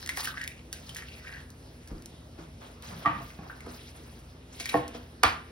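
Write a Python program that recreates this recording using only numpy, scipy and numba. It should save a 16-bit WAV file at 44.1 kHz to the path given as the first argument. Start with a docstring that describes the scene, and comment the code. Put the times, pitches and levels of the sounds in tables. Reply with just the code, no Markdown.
"""Opening eggs in a small kitchen

Close by, shell and glove snap (bursts ringing a hollow), egg white slurps and pops (moving resonances, rising
tones), shell drops in a bowl, and the next egg is tapped and broken on a wooden counter (struck modes).
Glove and sleeve rustle (noise and grains), the cabinet is bumped; a fridge hums (wavering sines) under room tone.
Short echoes follow the close sounds; a two-port microphone hears it all."""
import sys
import numpy as np
from scipy import signal
from scipy.fft import rfft, irfft, next_fast_len
from scipy.io import wavfile
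from numba import njit

SR = 44100
rng = np.random.default_rng(int(sys.argv[2]) if len(sys.argv) > 2 else 0)


def wrap_up_sound(samples):
    """Save the sound to the file named by the first command line argument, as 16-bit audio."""
    columns = np.atleast_2d(samples).T
    # keep every value between -1 and 1, then stretch to whole-number steps
    tamed = np.clip(columns, -1, 1)
    steps = np.round(tamed * 32767).astype(np.int16)
    wavfile.write(sys.argv[1], SR, steps)


N = 243348

# Shell and glove snapping close to the microphone. Each row: time in seconds, ring peak in dB, ring pitch in Hz,
# crack peak in dB, time in seconds for the trail of smaller fractures to fall 60 dB.
SHELL_SNAPS = [(0.028, -35, 1790, -29.5, 0.011), (0.062, -35, 2050, -23, 0.02),
               (0.075, -33, 1800, -22, 0.021), (0.092, -20, 2060, -16.5, 0.048),
               (0.173, -23.5, 1900, -17.5, 0.012), (.176, -31, 1000, -41, .04),
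               (0.206, -38, 1800, -20, 0.042), (0.246, -33, 1780, -21.5, 0.05),
               (0.2545, -27, 2900, -22.5, 0.043), (0.274, -21.5, 1600, -25, 0.014),
               (.281, -32, 1300, -28, 0.02), (0.416, -41, 3000, -26.5, 0.022),
               (0.44, -40, 3000, -24, 0.026), (0.477, -37, 2900, -20.5, 0.024),
               (0.7285, -37.5, 1680, -16.5, 0.046), (0.893, -33.5, 3070, -28.5, 0.058),
               (0.948, -60, 2210, -27, 0.036), (0.967, -37, 3080, -24, 0.12),
               (1.0226, -33.5, 2110, -43, 0.046), (1.0663, -48, 2130, -53, .02),
               (1.09, -42.5, 4430, -50, 0.049), (1.1646, -45, 2350, -51, 0.039),
               (1.338, -41.5, 4500, -48, 0.038), (1.403, -47, 4470, -48, 0.018),
               (1.5034, -62, 902, -34.5, 0.041), (1.8754, -51, 1650, -34.5, 0.084),
               (1.981, -46.5, 5030, -49, .015), (2.023, -65, 5000, -34.5, 0.015),
               (2.059, -52, 4570, -26, 0.024), (2.8243, -61, 3340, -30, 0.012),
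               (3.303, -38, 2150, -62, 0.039), (3.466, -43, 1020, -57, 0.048),
               (3.498, -32, 1540, -56, 0.084), (3.6061, -37, 2220, -38, 0.047),
               (3.664, -40.5, 1300, -42, 0.075), (4.5998, -29.5, 2300, -24, 0.1),
               (4.604, -40, 2200, -26, .06), (4.628, -52, 2100, -39, 0.033),
               (4.6572, -25.5, 2200, -20.5, 0.05), (4.6916, -24, 2360, -24, 0.06),
               (4.695, -25.5, 3830, -23, .05), (4.702, -35, 2130, -36, 0.04),
               (4.715, -32, 2300, -35, 0.072), (4.7412, -48, 1030, -33, 0.023),
               (4.772, -41, 4500, -46, .03), (4.88, -48, 1040, -26.5, 0.035),
               (4.947, -40, 1170, -48, 0.041), (5.2342, -8, 1113, -3.5, 0.02)]
HOLLOW_T60_S, FRACTURE_RISE_S, FRACTURES_PER_S = 0.0098, 0.0012, 2200


def snaps():
    """One sharp fracture amid a dying trail of smaller, uneven ones rings the shell's hollow and cracks in the treble."""
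    out, t = np.zeros(N), np.arange(4000) / SR
    treble = signal.butter(1, [2600, 8000], "band", fs=SR)
    for s, ring_db, hz, crack_db, trail_t60 in SHELL_SNAPS:
        larger = rng.random(len(t)) < FRACTURES_PER_S / SR
        fractures = rng.standard_normal(len(t)) * (0.079 + 0.16 * larger)
        burst = fractures * from_db(-60 * t / trail_t60) * np.clip(t / FRACTURE_RISE_S, 0, 1)
        burst[int(FRACTURE_RISE_S * SR)] = 0.96     # the sharp fracture
        hollow = band(ring(burst, hz, HOLLOW_T60_S), hz * 0.5, hz * 2)
        crack = signal.lfilter(*treble, band(burst, 3500, 21000))
        start = max(s - FRACTURE_RISE_S, 0)
        add(out, hollow, start, ring_db)
        add(out, crack, start, crack_db)
    return out


# The egg breaking on the counter, a little to the right: a faint lead-in, the main crack, then weaker blows.
# Each row: time in seconds, peak in dB, contact in ms, time in ms for the chatter to fall 20 dB.
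EGG_BREAKS = [(5.2313, -15.5, 0.051, 3.3), (5.236, -2.5, 0.049, 2.3), (5.241, -12.5, 0.31, 7.4),
              (5.251, -13.5, 0.24, 22), (5.264, -19.5, .25, 10)]
# Ringing of the full shell. Each row: pitch in Hz, relative level in dB, time in seconds to fall 60 dB.
EGG_MODES = [(890, -14.5, 0.042), (1083, -6.5, 0.048), (1190, -11, 0.036), (1380, -17, 0.051),
             (1780, -3, 0.01), (2300, -2, 0.011), (2980, -4.5, 0.011), (3055, -10, 0.021),
             (4940, -7.5, 0.0064)]
# close overtones: level in dB, low edge in Hz, high edge in Hz, time in seconds to fall 60 dB
EGG_RATTLE = (-11, 1000, 4500, 0.27)


def egg_break():
    """A faint lead-in, the main crack and weaker blows each sound the shell's short modes, a strong slap and a rattle."""
    out = np.zeros((2, N))
    for s, peak_db, contact_ms, chatter_ms in EGG_BREAKS:
        crack = struck(EGG_MODES, EGG_RATTLE, contact_ms, chatter_ms, slap_db=9.5)
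        add(out, panned(crack, -4.8), s, peak_db)
    return out


# Blows on the wooden counter. Each row: time in seconds, peak in dB, contact in ms,
# time in ms for the chatter to fall 20 dB, left over right in dB.
COUNTER_KNOCKS = [(3.203, -35, 0.15, 13, -1), (3.387, -36.5, 0.095, 63, -2), (3.665, -30.5, 0.99, 11, -1.5),
                  (4.602, -36, 0.68, 21, -1.5), (4.741, -10, 0.25, 16, -0.5),
                  (4.751, -13.5, 0.5, 2.4, -2.5), (4.945, -32.5, 1, 17, 0), (5.238, -14, 0.26, 6.9, -0.5)]
# Ringing of the counter top. Each row: pitch in Hz, relative level in dB, time in seconds to fall 60 dB.
COUNTER_MODES = [(156, -1, 0.047), (240, -8.5, 0.43), (305, -1, 0.077), (372, -5.5, 0.06),
                 (481.6, 1.5, 0.051), (550, 0.5, 0.02), (633, -2.5, 0.083), (683, -2.5, 0.13),
                 (807, 2, 0.044), (867, -1, 0.059), (1085, -1, 0.07), (1450, -8, 0.051), (1800, -3, 0.049),
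                 (2130, -10, 0.05), (2500, 1, 0.013), (2660, -14, 0.039), (3530, -13, .012)]
COUNTER_RATTLE = (-19.5, 1304, 3802, 0.97)      # as EGG_RATTLE


def counter_knocks():
    """Each blow drives the modes of the counter top, with a slap and a long rattle."""
    out = np.zeros((2, N))
    for s, peak_db, contact_ms, chatter_ms, pan_db in COUNTER_KNOCKS:
        blow = struck(COUNTER_MODES, COUNTER_RATTLE, contact_ms, chatter_ms, slap_db=4.0)
        add(out, panned(blow, pan_db), s, peak_db)
    return out


# Shell falling in the bowl, a little to the right. Each row: time in seconds, peak in dB, contact in ms.
SHELL_DROPS = [(3.05, -22, 0.29), (3.058, -12.5, 0.19), (3.064, -17.5, 0.18), (3.076, -20.5, 0.2),
               (3.087, -33, 0.25), (3.099, -29, 0.16), (3.15, -29.5, 0.13)]
# Ringing of the bowl. Each row: pitch in Hz, relative level in dB, time in seconds to fall 60 dB.
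BOWL_MODES = [(299, -13, 0.094), (686, -12.5, 0.087), (932, -16.5, 0.27), (1067, -13, 0.052),
              (1183, 4, 0.068), (1410, -17, 0.07), (1624, -11, 0.035), (1893, -3.5, 0.039),
              (2100, -4.5, 0.019), (2430, -9, 0.033), (2670, -16, 0.031), (3250, -34, 0.027),
              (3680, -22, 0.029)]
BOWL_RATTLE = (-11.5, 998, 3200, 0.38)      # as EGG_RATTLE


def shell_drops():
    """Light, brief contacts drive the bowl's modes under a strong slap."""
    out = np.zeros((2, N))
    for s, peak_db, contact_ms in SHELL_DROPS:
        blow = struck(BOWL_MODES, BOWL_RATTLE, contact_ms, chatter_ms=15.6, slap_db=14.0)
        add(out, panned(blow, -3.2), s, peak_db)
    return out


MODE_SPLIT, TWIN_DB = 0.035, -4     # each mode's near twin: largest distance as a share of its pitch, and level


def struck(modes, rattle, contact_ms, chatter_ms, slap_db):
    """A rounded contact, chattering briefly, is heard as a slap, drives every mode and sets off a rattle."""
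    t = np.arange(SR // 3) / SR
    chatter = rng.standard_normal(len(t)) * from_db(-20 * t / (chatter_ms / 1000))
    force = chatter * [[0.06], [0.16]]      # the chatter drives the modes less than the slap
    force[:, 0] = 1                         # the first contact
    top_hz = min(500 / contact_ms, 9000)    # a longer contact is duller
    push, slap = band(force, 164, top_hz)
    rings = 0
    for k, (hz, db, t60) in enumerate(modes):
        twin_hz = hz * (1 + MODE_SPLIT * rng.uniform(-1, 1))
        pair = ring(push, hz, t60) + from_db(TWIN_DB) * ring(push, twin_hz, t60)
        rings = rings + (-1) ** k * from_db(db) * pair
    rattle_db, low_hz, high_hz, t60 = rattle
    overtones = band(band(rng.standard_normal(len(t)), low_hz, high_hz), low_hz, high_hz)
    shaking = overtones * from_db(rattle_db - 60 * t / t60) * np.clip(t / 0.00073, 0, 1)
    shaking = shaking * np.abs(rings).max() * min(top_hz / high_hz, 1)
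    return rings + from_db(slap_db) * slap + shaking


# Two passages of egg white sucking out of the shell. Each row: time in seconds, level in dB, cavity pitch in Hz.
SLURP_PASSAGES = [
    [(.15, -93, 1000), (.175, -41.5, 1040), (.22, -45, 1270), (.26, -60, 1600), (.285, -43, 1120),
     (.33, -57, 1260), (.355, -62, 1510), (.38, -42, 1750), (.4, -58, 1750), (.43, -49, 1940),
     (.46, -63, 2130), (.52, -62, 2720), (.6, -60, 2740)],
    [(.95, -44.5, 2270), (1.02, -53.5, 2030), (1.1, -50, 2440), (1.21, -59.5, 1900), (1.28, -46, 1850),
     (1.36, -52.5, 1770), (1.44, -67, 1770), (1.5, -61, 1750)],
]
UPPER_RATIO, UPPER_DB = 2.9, -28    # second resonance of the cavity


def slurp():
    """Small wet pops sound the air cavity, whose pitch moves as the shell empties."""
    out = 0
    for rows in SLURP_PASSAGES:
        level_db, hz = in_time(rows)
        clicks = grains(600 * from_db(4.5 * drift(25)), spread_db=4.5)
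        hz = hz * from_db(1.02 * drift(28))
        lower = moving_resonance(clicks, hz, 330.0, SR)
        upper = moving_resonance(clicks, UPPER_RATIO * hz, 280.0, SR)
        wet = rms_one(lower + from_db(UPPER_DB) * upper)
        sounding = in_time(rows, outside=0)[1] > 0
        out = out + wet * from_db(level_db) * sounding
    return out


@njit
def moving_resonance(x, hz, width_hz, sr):
    """Two-pole resonance whose centre follows hz."""
    out, r = np.zeros(len(x)), np.exp(-np.pi * width_hz / sr)
    for i in range(2, len(x)):
        drive = (1 - r * r) / 2 * (x[i] - x[i - 2])
        out[i] = drive + 2 * r * np.cos(2 * np.pi * hz[i] / sr) * out[i - 1] - r * r * out[i - 2]
    return out


# Air bubbles bursting in the egg white. Each row: middle in seconds, peak in dB, mid pitch in Hz, length in ms.
BUBBLES = [(0.3432, -39.5, 1180, 12), (0.369, -37, 1600, 6.4), (0.374, -26, 1730, 3.05),
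           (.380, -29.5, 1790, 4), (0.4133, -26.5, 1890, 5), (0.4168, -29, 1840, 4.1),
           (.429, -33, 1850, 3.6), (.435, -28, 1830, 5), (.4415, -43, 1980, 2.7), (.4465, -31, 2100, 5),
           (.454, -38, 2030, 2.8), (.4775, -25.5, 2300, 3.5), (.519, -41, 2540, 10), (1.251, -48, 1700, 8),
           (1.2738, -36, 1800, 7.24), (1.294, -37, 1740, 4.94), (1.338, -40, 1650, 9.8),
           (1.348, -35, 1820, 6.2), (1.354, -37, 1780, 5.1), (1.368, -42, 1700, 8), (1.38, -38, 1800, 5),
           (1.404, -44, 1670, 3.6)]
POP_RISE, POP_UPPER_RATIO, POP_UPPER_DB = 0.33, 1.55, -12   # climb as a share of the pitch, and an overtone


def pops():
    """Each bubble swells and dies within a few ms, climbing in pitch, with a weaker overtone."""
    out = np.zeros(N)
    for s, peak_db, hz, length_ms in BUBBLES:
        u = np.arange(0, 1, 1000 / (length_ms * SR))    # 0 to 1 through the pop
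        turns = np.cumsum(hz * (1 + POP_RISE * (u - 0.5))) / SR
        start, upper_start = rng.random(2)
        tone = np.sin(2 * np.pi * (start + turns))
        overtone = np.sin(2 * np.pi * (upper_start + POP_UPPER_RATIO * turns))
        pop = np.sin(np.pi * u) ** 2 * (tone + from_db(POP_UPPER_DB) * overtone)
        add(out, pop, s - length_ms / 2000, peak_db)
    return out


# Soft bumps of hand and hip on the cabinet. Each row: time in seconds, peak in dB, boom in Hz,
# time in seconds to fall 60 dB.
CABINET_BUMPS = [(1.908, -34, 28, 0.21), (1.904, -33.5, 58, 0.11), (1.911, -34, 255, 0.21),
                 (2.387, -35.5, 270, 0.075), (2.881, -37.5, 142, 0.72), (3.069, -27.5, 164, 0.092),
                 (3.144, -36, 143, 0.44), (3.389, -34.5, 142, 0.044), (4.762, -34, 105, 0.47),
                 (5.249, -28, 78, 0.035)]


def bumps():
    """Each bump is a dying burst of noise in a band around its boom."""
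    out, t = np.zeros(N), np.arange(SR // 3) / SR
    for s, peak_db, hz, t60 in CABINET_BUMPS:
        burst = rng.standard_normal(len(t)) * from_db(-60 * t / t60)
        add(out, band(burst, hz * 0.66, hz * 1.35), s, peak_db)
    return out


# Colour of the crinkling plastic. Each row: frequency in Hz, relative level in dB per Hz.
CRINKLE_COLOUR = [(850, -74), (1200, 1.5), (2500, 10.5), (4500, 10), (7000, 3), (10000, 1), (13000, 4),
                  (16000, -32)]


def rustle():
    """Thin plastic crinkles in patches and short pitched grains, beside duller noise, mostly rubbing skin and cloth."""
    bright, dull = rustle_gains()
    patch_db, rub_db = 1.2 * drift(12), 2.5 * drift(6)
    hiss = rms_one(diffuse(N, lambda hz: from_db(at_hz(CRINKLE_COLOUR, hz) + patch_db + 4.54 * drift(21))))
    clicks = grains(900 * from_db(patch_db), spread_db=0)
    pitches = np.geomspace(2200, 11000, num=9)
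    dealt = rng.integers(len(pitches), size=N)      # each click goes to one pitch
    crinkle = 0
    for k, hz in enumerate(pitches):
        crinkle = crinkle + from_db(at_hz(CRINKLE_COLOUR, hz)) * ring(clicks * (dealt == k), hz, 28.0 / hz)
    rub = rms_one(band(rng.standard_normal((2, N)), 400, 1490)) * from_db(rub_db)
    return bright * (hiss + 0.54 * rms_one(band(crinkle, 1900, 14000))) + dull * rub


# Rustling of glove and sleeve, and dull noise trailing the shell drop and the counter knock.
# Each row: start of the hold in seconds, its length in seconds, crinkle gain in dB, dull noise gain in dB.
RUSTLES = [(0.0, 0.0042, -45, -60), (0.094, 0.071, -48, -65), (0.177, 0.032, -39, -69),
           (0.237, 0.036, -42, -56.5), (0.368, 0.084, -54, -65), (0.732, 0.16, -55.5, -63),
           (0.868, 0.15, -55, -63.5), (1.084, 0.1, -55.5, -70), (1.232, 0.19, -57.5, -68),
           (1.562, 0.28, -69, -74), (1.909, 0.012, -61, -51.5), (1.997, 0.12, -85, -86),
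           (2.39, 0.046, -63, -55.5), (2.619, 0.045, -53.5, -52), (2.836, 0.055, -49, -52.5),
           (2.908, 0.13, -51, -48), (3.057, 0.11, -58.5, -45), (3.188, 0.16, -56, -58),
           (3.434, 0.28, -61.5, -55), (3.691, 0.21, -54.5, -63.5), (3.952, 0.24, -58, -62.5),
           (4.3, 0.3, -84, -83), (4.537, 0.091, -53, -75), (4.606, 0.11, -44, -64),
           (4.734, 0.04, -47.5, -42), (4.949, 0.021, -51.5, -48)]
RUSTLE_ATTACK_S, CRINKLE_FADE_DB_PER_S, DULL_FADE_DB_PER_S = 0.019, 204, 143


def rustle_gains():
    """Gains of crinkle and dull noise: each rustle sets in quickly, holds, then fades; powers add."""
    power, t = np.zeros((2, N)), np.arange(N) / SR
    for s, length, crinkle_db, dull_db in RUSTLES:
        after = np.maximum(t - s - length, 0)
        gain = from_db([crinkle_db - CRINKLE_FADE_DB_PER_S * after, dull_db - DULL_FADE_DB_PER_S * after])
        attack = np.clip((t - s) / RUSTLE_ATTACK_S + 1, 0, 1)
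        power += (attack * gain) ** 2
    return np.sqrt(power)


# Echo of the small kitchen. Each row: frequency in Hz, time in seconds to fall 60 dB, relative echo level in dB.
KITCHEN_ECHO = [(100, 0.32, 5.5), (487, 0.36, 3.5), (1600, 0.36, 4.5), (3730, 0.35, -2), (8800, 0.29, -0.5)]


def kitchen(x):
    """Diffuse echoes that swell in over about 2 ms and die band by band."""
    t, table = np.arange(SR // 2) / SR, np.array(KITCHEN_ECHO)

    def decay(hz):
        """Gain of one band through time, falling steadily in dB."""
        return from_db(at_hz(table[:, [0, 2]], hz) - 60 * t / at_hz(table, hz))

    echoes = diffuse(len(t), decay) * np.clip(t / 0.0019, 0, 1) ** 2
    echoes = echoes / np.sqrt(np.sum(echoes ** 2) / 2)
    return signal.fftconvolve(x[None], echoes, axes=1)[:, :N]


# Colour of the air noise in the room. Each row: frequency in Hz, relative level in dB per Hz.
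AIR_COLOUR = [(25, -57), (45, -22), (62, -6.5), (130, -7.5), (260, -9), (500, -12.5), (1000, -21),
              (2000, -24.5), (4500, -26.5), (8000, -35.5), (12000, -32.5), (16000, -56)]
# Hum of the fridge. Each row: pitch in Hz, rms waver of the pitch in Hz, level in dB around which it drifts.
FRIDGE_HUM = [(59, 1.9, -55.5), (79.6, 2.77, -56.5), (119.7, 5.02, -59.5), (152.4, 7.6, -61.5),
              (245.3, 13, -60.5)]
AIR_DB = -53


def room_tone():
    """Steady air noise with a fridge's hum: sines wavering in pitch and level."""
    air = rms_one(diffuse(N, lambda hz: from_db(at_hz(AIR_COLOUR, hz) + 1.9 * drift(6.0))))
    hum = 0
    for hz, waver_hz, db in FRIDGE_HUM:
        turns = np.cumsum(hz + waver_hz * drift(5.955)) / SR
        hum = hum + from_db(db + 2.7 * drift(15.5)) * rms_one(np.sin(2 * np.pi * turns))
    return from_db(AIR_DB) * air + hum


# How alike diffuse sound is at the two ports. 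Each row: frequency in Hz, left-right correlation.
PORT_LIKENESS = [(60, 1), (150, 1), (300, 0.95), (600, 0.64), (1000, 0.017), (2000, 0.033), (4000, 0.65)]


def diffuse(size, shape):
    """Half-octave bands of stereo noise, most alike in the bass; shape(hz) is each band's gain."""
    out, edges = 0, 22 * 2 ** np.arange(0, 10, 0.5)
    white = rng.standard_normal((2, 2, size))
    for k, (low, high) in enumerate(zip(edges, edges[1:])):
        mid, side = band(white[k % 2], low, high)   # neighbouring bands use separate noise
        hz = np.sqrt(low * high)
        alike = at_hz(PORT_LIKENESS, hz)
        out = out + shape(hz) * (np.sqrt(1 + alike) * mid + np.sqrt(1 - alike) * side * [[1], [-1]])
    return out


def from_db(db):
    """Gain of a level in dB."""
    return 10 ** (np.asarray(db) / 20)


def rms_one(x):
    """Scaled to rms 1."""
    return x / np.sqrt(np.mean(x ** 2) + 1e-20)


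def panned(x, left_over_right_db):
    """A mono sound on two channels that differ in level."""
    return x * from_db([[left_over_right_db / 2], [-left_over_right_db / 2]])


def in_time(rows, outside=None):
    """Columns of a curve table, sample by sample."""
    s, *columns = np.transpose(rows)
    return [np.interp(np.arange(N) / SR, s, c, outside, outside) for c in columns]


def at_hz(points, hz):
    """Second column of a table, read on a log-frequency axis."""
    points = np.array(points)
    return np.interp(np.log(hz), np.log(points[:, 0]), points[:, 1])


def band(x, low_hz, high_hz):
    """Band-pass made from a second-order prototype."""
    return signal.sosfilt(signal.butter(2, [low_hz, high_hz], "band", fs=SR, output="sos"), x)


def drift(rate_hz):
    """Slow random curve of rms 1: noise made at a 40th of the sample rate, low-passed near rate_hz, then spread
    over every sample."""
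    r = np.exp(-80 * np.pi * rate_hz / SR)
    slow = signal.lfilter([1], [1, -2 * r, r * r], rng.standard_normal(N // 40 + 2002))[2000:]
    return np.interp(np.arange(N) / 40, np.arange(len(slow)), rms_one(slow))


def ring(x, hz, t60):
    """A unit click sets a sine of height 1 ringing, falling 60 dB in t60 seconds."""
    r, w = from_db(-60 / (t60 * SR)), 2 * np.pi * hz / SR
    return signal.lfilter([0, np.sin(w)], [1, -2 * r * np.cos(w), r * r], x + 1e-18)


def grains(per_s, spread_db):
    """Random clicks of either sign, uneven in size when spread_db is above 0."""
    sizes = from_db(spread_db * np.minimum(rng.exponential(1, N), 4)) * rng.choice([-1, 1], N)
    return sizes * (rng.random(N) < per_s / SR)


def add(out, sound, s, peak_db):
    """Mixes a short sound in at a time and peak level."""
    i = round(s * SR)
    scaled = from_db(peak_db) * sound / np.abs(sound).max()
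    out[..., i:i + sound.shape[-1]] += scaled[..., :N - i]


WET_DB = -7.5


def scene():
    """Close sounds with their echoes, over the rustling and the room."""
    close = snaps() + egg_break() + counter_knocks() + shell_drops() + slurp() + pops() + bumps()
    return close + from_db(WET_DB) * kitchen(close.mean(axis=0)) + rustle() + room_tone()


# Right channel against the left; above about 5 kHz the phase falls steadily with frequency. Each row: frequency
# in Hz, phase in rad.
RIGHT_PHASE = [(0, 0), (200, .05), (700, .9), (1300, -.4), (2300, -2.2), (3600, -1.1), (5200, -.9),
               (17100, -13.1)]
# Right port's level. Each row: frequency in Hz, right over left in dB.
RIGHT_LEVEL = [(100, -0.76), (300, 0.37), (800, 1), (2000, 0), (5000, -1.5), (9000, 0.84)]
LOW_CUT_HZ, CUTOFF_HZ = 32.4, 17100


def record(dry):
    """The two channels differ in phase and level, and above about 5 kHz the right carries the left's sound;
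    both ends are cut."""
    size = next_fast_len(N + 1024)
    left, right = rfft(dry, size)
    hz = np.arange(1, len(left) + 1) * SR / size    # starts above 0 for the log axis
    shared = np.interp(hz, [5030, 6160], [0, 1])    # the left's share of the right channel
    right = np.sqrt(1 - shared ** 2) * right + shared * left
    right = right * from_db(at_hz(RIGHT_LEVEL, hz))
    right = right * np.exp(1j * np.interp(hz, *np.transpose(RIGHT_PHASE)))
    out = irfft(np.array([left, right]), size)[:, :N]
    out = signal.sosfilt(signal.butter(4, LOW_CUT_HZ, "high", fs=SR, output="sos"), out)
    return signal.sosfilt(signal.cheby2(12, 70, CUTOFF_HZ, fs=SR, output="sos"), out)


dry = scene()
out = record(dry)
wrap_up_sound(out)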